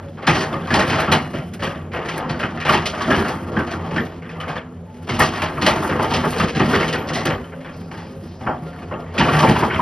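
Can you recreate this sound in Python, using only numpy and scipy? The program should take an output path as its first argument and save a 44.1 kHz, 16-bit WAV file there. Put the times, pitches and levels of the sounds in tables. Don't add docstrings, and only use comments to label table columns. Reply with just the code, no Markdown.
import sys
import numpy as np
from scipy import signal
from scipy.fft import rfft, irfft, next_fast_len
from scipy.io import wavfile

SR = 44100
rng = np.random.default_rng(int(sys.argv[2]) if len(sys.argv) > 2 else 0)


def generate_wav(sig):
    pcm = np.round(np.clip(np.atleast_2d(sig).T, -1, 1) * 32767).astype(np.int16)
    wavfile.write(sys.argv[1], SR, pcm)


N = 432621
TIME = np.arange(N) / SR
SIZE = next_fast_len(N + SR // 4)
HZ = np.maximum(np.arange(SIZE // 2 + 1) * SR / SIZE, 1)

RANGES_HZ = [60, 400, 1400, 3500, 7000, 12500]
# time in seconds, then the strength
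# of body, thud, grit and dust in dB.
GRINDING = [(0.0, -33.5, -34.5, -59, -62), (0.3, -86, -43, -65, -66), (0.44, -29.5, -33, -57, -59),
            (0.74, -31, -30, -42, -54), (0.87, -26, -24, -42, -43), (0.98, -21, -33, -37, -58),
            (1.39, -41, -35, -57.5, -55.5), (1.94, -68, -36, -86, -66), (2.16, -30, -33.5, -47, -61),
            (2.46, -38, -35, -54, -73), (2.68, -37, -33, -55, -60), (2.79, -32.5, -37.5, -47.5, -73),
            (3.17, -24, -17, -36, -45), (3.4, -38, -29, -59.5, -57), (3.9, -34, -37, -52.5, -66),
            (4.07, -54, -43, -49, -71), (4.48, -34.5, -39.5, -91, -66), (4.7, -62, -41.5, -74, -71),
            (5.08, -50, -41, -55, -61), (5.27, -29.5, -45, -38.5, -55), (5.57, -30.5, -29.5, -48.5, -52),
            (5.85, -22, -29, -48, -44), (5.93, -45, -29, -58, -46), (6.02, -23.5, -37, -44, -48),
            (6.2, -34.5, -20, -39, -49), (6.34, -48, -34, -46, -47), (6.54, -33.5, -26, -41, -60),
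            (6.67, -26, -23, -38, -54), (6.72, -25, -24, -34, -47), (6.79, -32, -20, -46, -51),
            (6.9, -26, -30.5, -48, -57), (7.16, -33.5, -31.5, -69, -67), (7.38, -46, -37.5, -60, -66),
            (8.14, -52.5, -36.5, -64, -61), (9.15, -37.5, -38.5, -58, -65), (9.23, -24.5, -34, -43, -48),
            (9.32, -18, -18, -38, -48), (9.37, -20, -18, -38, -39.5), (9.81, -23.5, -24.5, -40, -45.5)]
RASP_SHARE, RASP_DB = 0.59, -1
# time in seconds, peak in dB, then thud, rasp and grit in dB
# relative to the body of the blow, the stone's note in Hz, the note in dB relative to the peak,
# basic time to fall 60 dB in seconds.
BLOWS = [(0.172, -22, -4, -16, -25, 556, -27, 0.7), (0.223, -22, -7, -4.5, -15.5, 690, -22, 0.95),
         (0.273, -3, 0.5, 0, -5.5, 860, -17, 0.27), (0.349, -10, -4, -5.5, -6, 1960, -28, 0.43),
         (0.407, -13, -5, -5, -6.5, 1900, -18, 0.23), (0.528, -13, 1, -7, -19, 1100, -25, 0.25),
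         (0.677, -27, -25, 1, -13, 1150, -0.5, 0.41), (0.704, -10, 5.5, -5, -16, 1670, -14, 0.58),
         (0.74, -5, -22, -5, -7, 870, -14, 0.28), (0.791, -6.5, -20, -3, -8, 1090, -19, 0.23),
         (0.825, -12.5, -20, 1, -18, 1420, -25, 0.12), (0.898, -11.5, 3.5, -0.5, -8, 1760, -34, 0.44),
         (0.983, -15, -26, -0.5, -9, 1350, -21, 0.48), (1.078, -20.5, 17.5, 0, -25, 1330, -4, 0.36),
         (1.118, -1.5, -42, -3.5, -5.5, 2050, -25, 0.24), (1.335, -17.5, 5, -3.5, -17.5, 610, -12.5, 0.39),
         (1.535, -38.5, -3, 9, 5, 1360, -10, 0.11), (1.594, -30.5, -4, 4.5, -8, 547, -3.5, 0.74),
         (1.622, -13, -1, -1, -15, 577, -22, 0.54), (1.918, -28, -6, 2.5, -10, 500, -12, 0.57),
         (1.935, -13.5, -6, -4.5, -23, 530, -25, 0.81), (2.051, -30, -22, -9, -5, 1820, -3, 0.19),
         (2.086, -22, -7, 5.5, -2, 1930, -24, 0.45), (2.174, -13, -14, -10, -31, 810, -31, 0.79),
         (2.243, -18, 5, -27, -45, 930, -22, 0.11), (2.293, -13.5, 5.5, -9, -9.5, 830, -32, 0.21),
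         (2.398, -16.5, -13, -1, -9, 594, -17, 0.28), (2.429, -11.5, 0.5, 0, -19, 1380, -15, 0.18),
         (2.575, -23, -26, 2, -15, 714, -16, 0.21), (2.603, -25, -30, 8.5, -4, 1290, -17, 0.46),
         (2.651, -9.5, -1, -0.5, -12, 1050, -30, 0.71), (2.692, -3.5, -3, -10, -14, 1180, -12.5, 0.2),
         (2.728, -7.5, 1.5, -0.5, -6.5, 920, -12.5, 0.23), (2.857, -17.5, -12, -6, 3, 610, -11.5, 0.17),
         (2.93, -29.5, -32, 7, -18, 636, -8, 0.55), (3.007, -19.5, -17, 6.5, -6, 1140, -5.5, 0.2),
         (3.079, -10.5, 4.5, -23, -31, 1380, -20, 0.13), (3.103, -5, -20, -0.5, -16, 1700, -16.5, 0.34),
         (3.17, -24, 4, -12, -21, 476, -10, 0.85), (3.245, -12.5, -11, -1.5, -16, 1320, -17, 0.46),
         (3.287, -15, -16, -23, -24, 870, -21, 0.81), (3.518, -19, 5, -64, -17, 490, -13, 0.94),
         (3.566, -12.5, 9.5, -7, -22, 1540, -9, 0.18), (3.597, -13.5, -8, -8, -25, 600, -24, 0.14),
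         (3.672, -21, -28, 0, -9, 710, -16, 0.3), (3.711, -22, -44, 3, -2.5, 675, -12, 0.23),
         (3.908, -14, -2.5, -9, -22, 560, -26, 0.76), (3.961, -17.5, 10, 8, -8.5, 1410, -14, 0.16),
         (3.979, -25, -8, -7, -8, 1820, 3, 0.15), (4.221, -35.5, 14, 10.5, -12, 482, -7, 0.39),
         (4.292, -27.5, -6, -2.5, -13, 480, -13, 0.54), (4.402, -28.5, -8, 6.5, -8, 1260, -7, 0.4),
         (4.481, -16.5, -2.5, -7, -16.5, 560, -22, 0.5), (4.557, -19, -7, -1, -17, 1670, -16, 0.19),
         (5.073, -21.5, -11, -8, -16, 490, -14.5, 1), (5.091, -18.5, 9.5, 2.5, -5, 653, -14, 0.85),
         (5.19, -6.5, -21, -8, -14, 870, -14, 0.25), (5.2, -4, -4, 2, -14, 1780, -17, 0.15),
         (5.218, -8, -12, -3, -5, 1170, -7.5, 0.15), (5.249, -21.5, -14, -13, 5, 740, -5, 0.17),
         (5.34, -41, -20, -2, -14, 487, -12.5, 0.28), (5.42, -10, -1, -5, -11, 636, -35, 0.28),
         (5.571, -27, -6, 5, -26, 1190, -0.5, 0.26), (5.615, -15, 8, 0, -1.5, 2000, -19.5, 0.93),
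         (5.663, 0, -15, -9, -9, 602, -17, 0.25), (5.892, -11, 3, -7, -21, 507, -14.5, 0.75),
         (5.992, -8.5, -13, -7.5, -30, 1100, -11.5, 0.058), (6.04, -11.5, -13, -3, -24, 486, -14, 0.12),
         (6.107, -11, 3.5, -7, -16, 940, -19, 0.51), (6.137, -11, -14, -16, -4, 526, -20, 0.32),
         (6.194, -31, 14, -13, -15, 1170, -11, 0.15), (6.236, -6.5, -8, -13, -37, 1560, -20, 0.13),
         (6.258, -12.5, -6, -14, -30, 436, -7, 0.13), (6.324, -15.5, -18, -4, -12, 470, -15, 0.35),
         (6.362, -14.5, -10, -11, -11, 467, -10, 0.71), (6.398, -6, 1.5, -4, -16, 1230, -17, 0.16),
         (6.428, -6, -3, -20, -15, 417, -28, 0.16), (6.483, -23, -5, 2, 0, 640, -20, 0.21),
         (6.55, -14.5, 2, -1, -5.5, 2980, -29, 0.42), (6.596, -3.5, 1.5, -2, -15, 1800, -24, 0.16),
         (6.729, -9.5, 0.5, -1.5, -9.5, 430, -8, 0.41), (6.745, -7, 0, -7, -13, 1910, -13, 0.11),
         (6.769, -16.5, 0, -11, -20, 460, -11, 0.13), (6.799, -13.5, -12, 1.5, -7, 513, -13, 0.49),
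         (6.879, -24, -11, -7, 2.5, 2900, -10, 0.18), (6.934, -12.5, -2.5, -0.5, -12.5, 510, -17, 0.44),
         (7.072, -30, -13, -9, -2, 562, -4, 0.23), (7.095, -15.5, 2, -9, -20, 750, -19, 1),
         (7.134, -25, -12, -8, 10, 2920, -17, 0.34), (7.148, -12.5, -19, -19, -6.5, 1970, -16, 0.52),
         (7.253, -5.5, 0, -13, -11.5, 1770, -24.5, 0.3), (7.3, -13.5, 2.5, -1.5, -39, 515, -16, 0.27),
         (7.439, -37, 1, -7, -26, 520, -19, 0.23), (7.52, -27.5, -13, -3, -33, 537, -23, 0.23),
         (7.603, -35, -10, 0, -11, 800, -20, 0.22), (7.646, -25, -10, -3, -20, 565, -27, 0.52),
         (7.911, -26.5, -11, -1.5, -18, 830, -14, 0.46), (7.975, -27.5, -9, -2.5, -10, 860, -17, 0.68),
         (8.409, -24.5, 8, -7, -21, 800, -13, 0.55), (8.466, -8, 0.5, -12.5, -37, 650, -21, 0.19),
         (8.49, -14.5, -8, -15.5, -30, 825, -13, 0.28), (8.665, -31.5, -9, -6, -17, 534, -8, 0.27),
         (8.73, -34, -6, 1, -20, 1410, -12, 0.11), (8.78, -27.5, 6, -5, -26, 740, -18, 0.22),
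         (8.819, -24, -9, -7, -19, 724, -18, 0.11), (8.912, -13.5, -5, -13.5, -33, 1260, -32, 0.35),
         (8.99, -26, 3.5, -16, -24, 670, -11, 0.16), (9.06, -39, -9, -4, -17, 1900, -8, 0.28),
         (9.146, -13, -25, -17, -23, 630, -22, 0.79), (9.18, -11, 4, -1, -8, 2900, -11.5, 0.28),
         (9.196, -8.5, 5, 2.5, -6.5, 915, -9.5, 0.28), (9.282, -12.5, -17, 1, -18, 1150, -8.5, 0.2),
         (9.329, -11, -23, 0.5, -27, 770, -20, 0.79), (9.39, -12, -7, -4, -3.5, 900, -14, 0.31),
         (9.427, 2, -1, -12, -19, 950, -18, 0.1), (9.463, -24.5, 22, 17, -21, 880, -19, 0.41),
         (9.489, -15.5, -6, 3, -2, 880, -4.5, 0.27), (9.555, -6, -14, -10, -17, 1000, -17.5, 0.17),
         (9.622, -4, -23, -14, -36, 945, -18.5, 0.26), (9.701, -26, -5, 15.5, -20, 1840, -6, 0.64),
         (9.791, -9.5, -13, -25, -37, 1015, -8, 0.28)]
BLOW_SLOWNESS = [1.42, 1.14, 0.94, 0.89, 1.2]
RISE_S, HOLD_S = 0.006, 0.015
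CREST_DB = 11
BLOW_DUST_DB, BLOW_DUST_FOLLOWS = -30.5, 0.2
# time in seconds, grit peak in dB,
# dust rms in dB, time to fall 60 dB in seconds.
CRACKS = [(0.268, -15, -43, 0.1), (0.536, -32, -55, 0.16), (0.6724, -29, -54, 0.11),
          (0.7128, -31, -48, 0.14), (0.7397, -13, -46, 0.12), (0.7926, -27, -38, 0.12),
          (0.9004, -30, -51, 0.12), (1.0028, -20, -37, 0.1), (1.119, -7, -28, 0.11),
          (1.5359, -36, -41, 0.12), (1.6053, -33, -63, 0.12), (1.631, -23, -43, 0.32),
          (1.934, -30, -44, 0.12), (1.9599, -36, -63, 0.12), (2.0567, -33, -59, 0.14),
          (2.0877, -39, -64, 0.12), (2.1585, -28, -59, 0.092), (2.1772, -25, -36, 0.07),
          (2.2957, -25, -65, 0.14), (2.3925, -29, -46, 0.12), (2.602, -24, -54, 0.12),
          (2.6529, -23, -50, 0.12), (2.6863, -30, -37, 0.2), (2.723, -16, -34, 0.13),
          (2.8569, -21, -41, 0.11), (3.0185, -21, -59, 0.17), (3.0864, -36, -49, 0.11),
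          (3.1068, -25, -36, 0.12), (3.1517, -25, -47, 0.12), (3.2819, -24, -41, 0.2),
          (3.5603, -36, -56, 0.12), (3.5897, -37, -42, 0.16), (3.667, -35, -58, 0.12),
          (3.7105, -33, -56, 0.11), (3.9429, -34, -57, 0.12), (3.967, -32, -56, 0.12),
          (4.0502, -40, -50, 0.13), (4.4032, -33, -49, 0.11), (4.4807, -44, -50, 0.11),
          (4.5017, -38, -62, 0.12), (4.563, -41, -63, 0.12), (5.0938, -40, -61, 0.12),
          (5.1936, -22, -22.5, 0.16), (5.4188, -21, -33, 0.11), (5.4386, -19, -49, 0.17),
          (5.6196, -11.5, -46, 0.1), (5.665, -4, -31, 0.16), (5.898, -39, -51, 0.13),
          (5.9903, -37, -53, 0.099), (6.0252, -35, -30.5, 0.16), (6.119, -30, -50, 0.14),
          (6.137, -34, -55, 0.12), (6.2487, -37, -36, 0.12), (6.3056, -29, -36, 0.11),
          (6.383, -20, -51, 0.15), (6.3999, -24, -40, 0.12), (6.4867, -22, -53, 0.12),
          (6.55, -27, -57, 0.12), (6.8044, -33, -53, 0.14), (6.881, -24, -48, 0.12),
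          (6.927, -18, -43, 0.15), (7.087, -20, -61, 0.19), (7.1387, -28, -41, 0.12),
          (7.1583, -19, -45, 0.095), (7.2549, -22, -26, 0.044), (7.7643, -49, -47, 0.18),
          (7.9139, -38, -67, 0.12), (7.9763, -38.5, -68, 0.1), (9.1391, -42, -48, 0.16),
          (9.1845, -17, -50, 0.12), (9.2948, -23, -45, 0.12), (9.3307, -23, -37, 0.12),
          (9.3666, -24, -41, 0.12), (9.3921, -19, -46, 0.12), (9.494, -19, -36, 0.12)]
CRACK_RISE_S, CRACK_CREST_DB, CRACK_RASP_DB = 0.00082, 10.5, -4


def contact_force():
    body_db, thud_db, grit_db, dust_db = in_time(GRINDING)
    rasp_db = RASP_DB + body_db + RASP_SHARE * (grit_db - body_db)
    grinding = amp([thud_db, body_db, rasp_db, grit_db, dust_db])
    power = (grinding * wander(spread_db=2.3, rate=22)) ** 2
    for s, peak_db, thud_db, rasp_db, grit_db, note_hz, note_db, t60 in BLOWS:
        dust_db = BLOW_DUST_DB + BLOW_DUST_FOLLOWS * grit_db
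        ranges_db = [thud_db, 0, rasp_db, grit_db, dust_db]
        for k, (db, slow) in enumerate(zip(ranges_db, BLOW_SLOWNESS)):
            swell = blow_swell(RISE_S * slow ** 3, t60 * slow)
            add(power[k], s - RISE_S / 2, (amp(peak_db - CREST_DB + db) * swell) ** 2)
    for s, peak_db, dust_db, t60 in CRACKS:
        age = TIME[:SR // 4]
        snap = np.minimum(age / CRACK_RISE_S, 1) * amp(-60 * age / t60)
        grit_db = peak_db - CRACK_CREST_DB
        for k, db in [(2, grit_db + CRACK_RASP_DB), (3, grit_db), (4, dust_db)]:
            add(power[k], s, (amp(db) * snap) ** 2)
    return np.sqrt(power)


def blow_swell(rise, t60):
    age = TIME[:SR // 3]
    return np.minimum(age / max(rise, .0004), 1) * amp(-60 * np.maximum(age - HOLD_S, 0) / t60)


# frequency in Hz, relative level in dB per Hz.
ROCK_COLOUR = [(25, -46), (50, -55), (90, -8), (200, 8), (500, -7), (1000, -4.5), (1900, -6), (2300, -10.5),
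               (3200, -12), (3800, -23), (4600, -20.5), (6400, -25), (8000, -27.5), (12500, -27.5),
               (16000, -31.5)]
# frequency in Hz, relative level in dB,
# time to fall 60 dB when ringing freely, in seconds.
STEEL_MODES = [(99.4, -1, 0.29), (161.4, 8.5, 0.47), (249.9, 3, 0.9), (350, 0, 0.6), (395, 1, .6),
               (446.4, -1, 0.5), (530, -0.5, 0.77), (646, 0, 0.65), (716, -2.5, 1.5), (782, -1, 0.6),
               (894, -2, 0.4), (953, -15.5, 0.9), (1080, -17, 1.2), (1150, -3.5, 1.2), (1242, -0.5, 0.88),
               (1394, -1, 0.35), (1580, -12.5, 0.6), (1760, -21.5, 0.26), (1906, -0.5, 0.5),
               (2390, -11, 0.5), (2550, -7, 0.5), (2870, -7.5, 0.65), (3047, -10, 0.4), (3190, -7, 0.3),
               (4090, -8, 0.4), (4118, -8, 0.56), (4560, -2, 0.1), (4890, -10, 0.12), (5730, -14, 0.2),
               (12690, -9, 0.36)]
DAMPED = .27
CLUMP_DB, CLUMPS_PER_S = 1.5, 30
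UPPER_RASP_LEAN, UPPER_RASP_DB = 0.34, 4


def bucket():
    strength = contact_force()
    force = strength * grains(per_s=3000, spread_db=2.6, smooth=.9)
    rock, heard = shape(ROCK_COLOUR), 0
    edges = [1, 130, 400, 750, 1400, 2200, 3500, 4900, 7000, 30000]
    below = [1 / (1 + (HZ / hz) ** 8) for hz in edges]
    for hz, under, over in zip(edges, below, below[1:]):
        k = max(np.searchsorted(RANGES_HZ, hz, "right") - 1, 0)
        inside = (HZ > RANGES_HZ[k]) & (HZ < RANGES_HZ[k + 1])
        range_rms = np.sqrt(np.sum(rock[inside] ** 2) / len(HZ))
        gain = rock * np.sqrt(over - under) / range_rms
        lean = 1
        if hz == 2200:
            lean = amp(UPPER_RASP_DB) * (strength[3] / strength[2]) ** UPPER_RASP_LEAN
        drift = wander(spread_db=2.0, rate=4.6) * wander(CLUMP_DB, CLUMPS_PER_S)
        heard = heard + rfft(force[k] * lean * drift, SIZE) * gain
    out = amp(-6.5) * irfft(heard, SIZE)[:N]
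    out += rubble(strength[1], 450, 1400, per_s=70, db=-31.0)
    out += rubble(strength[2], 1500, 3400, per_s=100, db=-22.0)
    out += rubble(strength[3], 3600, 6500, per_s=120, db=-26.0)
    for hz, db, t60 in STEEL_MODES:
        k = min(np.searchsorted(RANGES_HZ, hz) - 1, len(force) - 1)
        push = force[k] * wander(spread_db=3.5, rate=9)
        steady = np.sqrt(DAMPED * t60 * SR / (4 * np.log(1000)))
        out += amp(db - 17.0) / steady * ring(push, hz, DAMPED * t60)
    return out


def rubble(force, low_hz, high_hz, per_s, db):
    pitches, dealt = np.geomspace(low_hz, high_hz, 12), rng.integers(0, 12, N)
    knocks = force * grains(per_s=per_s, spread_db=2.5, smooth=.01)
    rings = 0
    for k, hz in enumerate(pitches):
        rings = rings + ring(knocks * (dealt == k), hz, 75 / hz) * (hz / low_hz) ** -.6
    return amp(db) * rings


NOTE_LASTS = 1.13


def stones():
    out = np.zeros(N)
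    for blow, rasp in zip(BLOWS, rng.standard_normal((len(BLOWS), SR // 3))):
        s, peak_db, *_, note_hz, note_db, t60 = blow
        ring_s = 12.0 / note_hz
        noted = rms_one(ring(ring(rasp, note_hz, ring_s), note_hz, ring_s))
        swell = blow_swell(RISE_S, NOTE_LASTS * t60)
        add(out, s - RISE_S / 2, amp(peak_db + note_db) * noted * swell)
    return out


# time in seconds,
# frequency in Hz near the mode, level in dB.
FREE_RINGS = [(0.289, 1906, -22), (1.13, 2870, -33), (1.129, 4118, -40), (1.4, 3047, -44),
              (6.88, 3047, -32), (6.4, 3047, -31), (4.0, 12690, -46), (5.43, 4118, -45), (6.74, 12690, -46),
              (6.976, 12690, -41), (7.307, 12690, -46), (8.48, 716, -36), (8.479, 530, -46)]
TAP_S = .012


def pings():
    out, tap, age = np.zeros(N), np.eye(1, SR)[0], TIME[:SR]
    for s, tapped_hz, db in FREE_RINGS:
        hz, _, t60 = min(STEEL_MODES, key=lambda mode: abs(mode[0] - tapped_hz))
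        add(out, s, amp(db) * np.minimum(age / TAP_S, 1) * ring(tap, hz, t60))
    return out


# time in seconds, level in dB before TICK_DB, note in Hz.
TICKS = [(0.7931, -5, 1360), (1.3364, -28, 1240), (2.0877, -20, 1960), (2.4044, -25, 1390),
         (2.5765, -19, 1380), (4.2244, -34, 1500), (4.3011, -24, 1740), (4.4014, -17, 2990),
         (4.5014, -22, 1600), (4.5627, -25, 1750), (5.2041, -2, 1820), (6.5504, -17, 1610),
         (7.443, -26, 3040), (7.5203, -32, 1360), (7.6026, -41, 1770), (7.649, -28, 1510),
         (7.6949, -27, 1700), (8.6647, -33, 1270), (8.7306, -30, 1750), (8.7789, -31, 1220),
         (8.8189, -26, 1210), (8.9127, -21, 1360), (9.183, -5, 2420)]
TICK_T60_S, TICK_DB = 0.073, -11


def ticks():
    tap, out = np.eye(1, SR // 8)[0], np.zeros(N)
    for s, db, hz in TICKS:
        add(out, s, amp(db + TICK_DB) * ring(tap, hz, TICK_T60_S))
    return out


CLANG_DB, CLANG_SPREAD_DB, CLANG_LASTS = -15.0, 3.5, .28


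def clangs():
    s, peak_db = np.transpose(CRACKS)[:2]
    upper = [mode for mode in STEEL_MODES if 1800 < mode[0] < 7000]
    out = 0
    for (hz, db, t60), chance in zip(upper, rng.standard_normal((len(s), len(upper))).T):
        clicks = np.zeros(N)
        clicks[(s * SR).astype(int)] = amp(peak_db + db + CLANG_DB + CLANG_SPREAD_DB * chance)
        out = out + ring(clicks, hz, CLANG_LASTS * t60)
    return out


# time in seconds, average firings per second, level in dB rms.
DIESEL = [(0, 92, -37.5), (2, 65, -36.5), (4, 70, -35.5), (4.8, 72, -39), (7.5, 56, -34.5),
          (8.4, 68.5, -39), (9.81, 78, -30.5)]
# frequency in Hz, relative level in dB per Hz.
EXHAUST_COLOUR = [(18, -35), (30, 1), (64, -19), (88, 2), (129, -24), (170, 2.5), (199, -54), (443, -11.5),
                  (556, -17), (4050, -50), (5200, -60), (7000, -44), (9100, -67), (15400, -120)]


def diesel():
    per_s, level_db = in_time(DIESEL)
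    firings = np.cumsum(per_s * wander(spread_db=2.0, rate=8)) / SR
    fired = np.diff(np.floor(firings), prepend=0)
    pulses = fired * amp(3.7 * rng.standard_normal(N))
    soft = signal.lfilter([.07], [1, -.93], pulses)
    rumble = rng.standard_normal(N) * wander(spread_db=1.3, rate=4)
    return amp(level_db) * rms_one(colour(rms_one(soft) * 0.13 + rumble, shape(EXHAUST_COLOUR)))


# average frequency in Hz, dB over the diesel's level.
FRAME_HUM = [(92, -6), (165, -4.5), (248, -4.5)]


def hum():
    level_db = in_time(DIESEL)[1]
    out = np.zeros(N)
    for hz, db in FRAME_HUM:
        gain = amp(level_db + db) * wander(spread_db=3.5, rate=3.9)
        pitch_hz = hz * wander(spread_db=0.48, rate=1.518)
        out += gain * np.sin(2 * np.pi * np.cumsum(pitch_hz) / SR)
    return out


# start in seconds, length in seconds,
# average pitch in Hz, average peak in dB.
WHINES = [(0.013, 0.12, 559, -37.5), (4.863, 0.19, 863, -49), (7.356, 0.45, 572, -44.5),
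          (7.4, 0.32, 535, -45), (8.016, 0.22, 535, -43), (8.65, .25, 4500, -62)]
WHINE_FADE_S = 0.023


def hydraulics():
    out = np.zeros(N)
    for s, length, hz, db in WHINES:
        pitch_hz = hz * wander(spread_db=.07, rate=8)
        gain = opened(s, length, WHINE_FADE_S) * amp(db) * wander(spread_db=2.5, rate=10)
        out += gain * np.sin(2 * np.pi * np.cumsum(pitch_hz) / SR)
    return out


# start in seconds, length in seconds,
# centre in Hz, rms level in dB before the swell sinks.
VALVE_HISS = [(7.714, 0.2, 4940, -53), (7.9, 0.26, 4930, -52), (8.218, 0.37, 5200, -55.5),
              (8.273, 0.12, 4300, -55), (8.64, 0.28, 4440, -58)]
VALVE_RISE_S, VALVE_FALL_DB = 0.024, 8.5
VALVE_T60_S = 0.0013


def valve_hiss():
    out = np.zeros(N)
    for s, length, hz, db in VALVE_HISS:
        sinking = amp(db - VALVE_FALL_DB * np.clip((TIME - s) / length, 0, 1))
        hiss = rms_one(ring(ring(rng.standard_normal(N), hz, VALVE_T60_S), hz, VALVE_T60_S))
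        out += opened(s, length, VALVE_RISE_S) * sinking * hiss
    return out


def opened(start, length, fade):
    return np.clip(np.minimum(TIME - start, start + length - TIME) / fade, 0, 1)


# frequency in Hz, dB relative to the sources.
SCATTER = [(30, -58), (300, -24), (600, -11), (1600, -15), (3300, -19.5), (6000, -18), (7300, -24),
           (9000, -13), (10300, -17), (11700, -4), (13500, -26), (15200, 3)]


def scattered(x):
    age = TIME[:SR // 5]
    trail = rng.standard_normal(len(age)) * amp(-60 * age / .2)
    return colour(x, shape(SCATTER) * rfft(trail / np.linalg.norm(trail), SIZE))


def amp(db):
    return 10 ** (np.asarray(db) / 20)


def rms_one(x):
    return x / np.sqrt(np.mean(x ** 2) + 1e-20)


def in_time(rows):
    s, *columns = np.transpose(rows)
    return [np.interp(TIME, s, c) for c in columns]


def shape(points):
    hz, db = np.transpose(points)
    return amp(np.interp(np.log(HZ), np.log(hz), db))


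def colour(x, gain):
    return irfft(rfft(x, SIZE) * gain, SIZE)[..., :N]


def ring(x, hz, t60):
    r, w = amp(-60 / (t60 * SR)), 2 * np.pi * hz / SR
    return signal.lfilter([0, np.sin(w)], [1, -2 * r * np.cos(w), r * r], x + 1e-18)


def grains(per_s, spread_db, smooth):
    sizes = amp(spread_db * np.minimum(rng.exponential(1, N), 5)) * rng.choice([-1, 1], N)
    contacts = rms_one(sizes * (rng.random(N) < per_s / SR))
    return rms_one(contacts + smooth * rng.standard_normal(N))


def wander(spread_db, rate):
    r = np.exp(-80 * np.pi * rate / SR)
    slow = signal.lfilter([1], [1, -2 * r, r * r], rng.standard_normal(N // 40 + 2002))[2000:]
    return np.interp(np.arange(N) / 40, np.arange(len(slow)), amp(spread_db * rms_one(slow)))


def add(track, s, sound):
    start = int(s * SR)
    track[start:start + len(sound)] += sound[:N - start]


# frequency in Hz, half turns by which left leads.
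PORT_LEAD = [(0, 0), (550, 0), (1000, -.08), (1640, -.1), (2500, .22), (3530, .03), (4390, .31),
             (5050, .07), (7000, 1), (7700, 1), (9750, 2), (10900, 2), (13200, 3), (14200, 3), (15500, 3.9),
             (16500, 4)]
# frequency in Hz, left over right in dB.
PORT_BALANCE = [(520, 0), (900, 2.8), (1250, 1.2), (1700, 1.7), (2400, 0)]


def scene():
    site = bucket() + stones() + pings() + ticks() + clangs()
    site = site + diesel() + hum() + hydraulics() + valve_hiss()
    lead = np.interp(HZ, *np.transpose(PORT_LEAD))
    half = np.exp(.5j * np.pi * lead) * np.sqrt(shape(PORT_BALANCE))
    direct = colour(site, np.array([half, 1 / half]))
    return direct + scattered(site) * np.array([[1], [-1]])


RUMBLE_CUT_HZ, CUTOFF_HZ = 53.4, 16100


def record(dry):
    rumble_cut = signal.butter(4, RUMBLE_CUT_HZ, "high", fs=SR, output="sos")
    top_cut = signal.cheby2(20, 95, CUTOFF_HZ, fs=SR, output="sos")
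    firm = signal.sosfilt(rumble_cut, dry)
    rounded = 1.05 * np.tanh(firm / 1.05)
    return signal.sosfilt(top_cut, rounded)


dry = scene()
out = record(dry)
generate_wav(out)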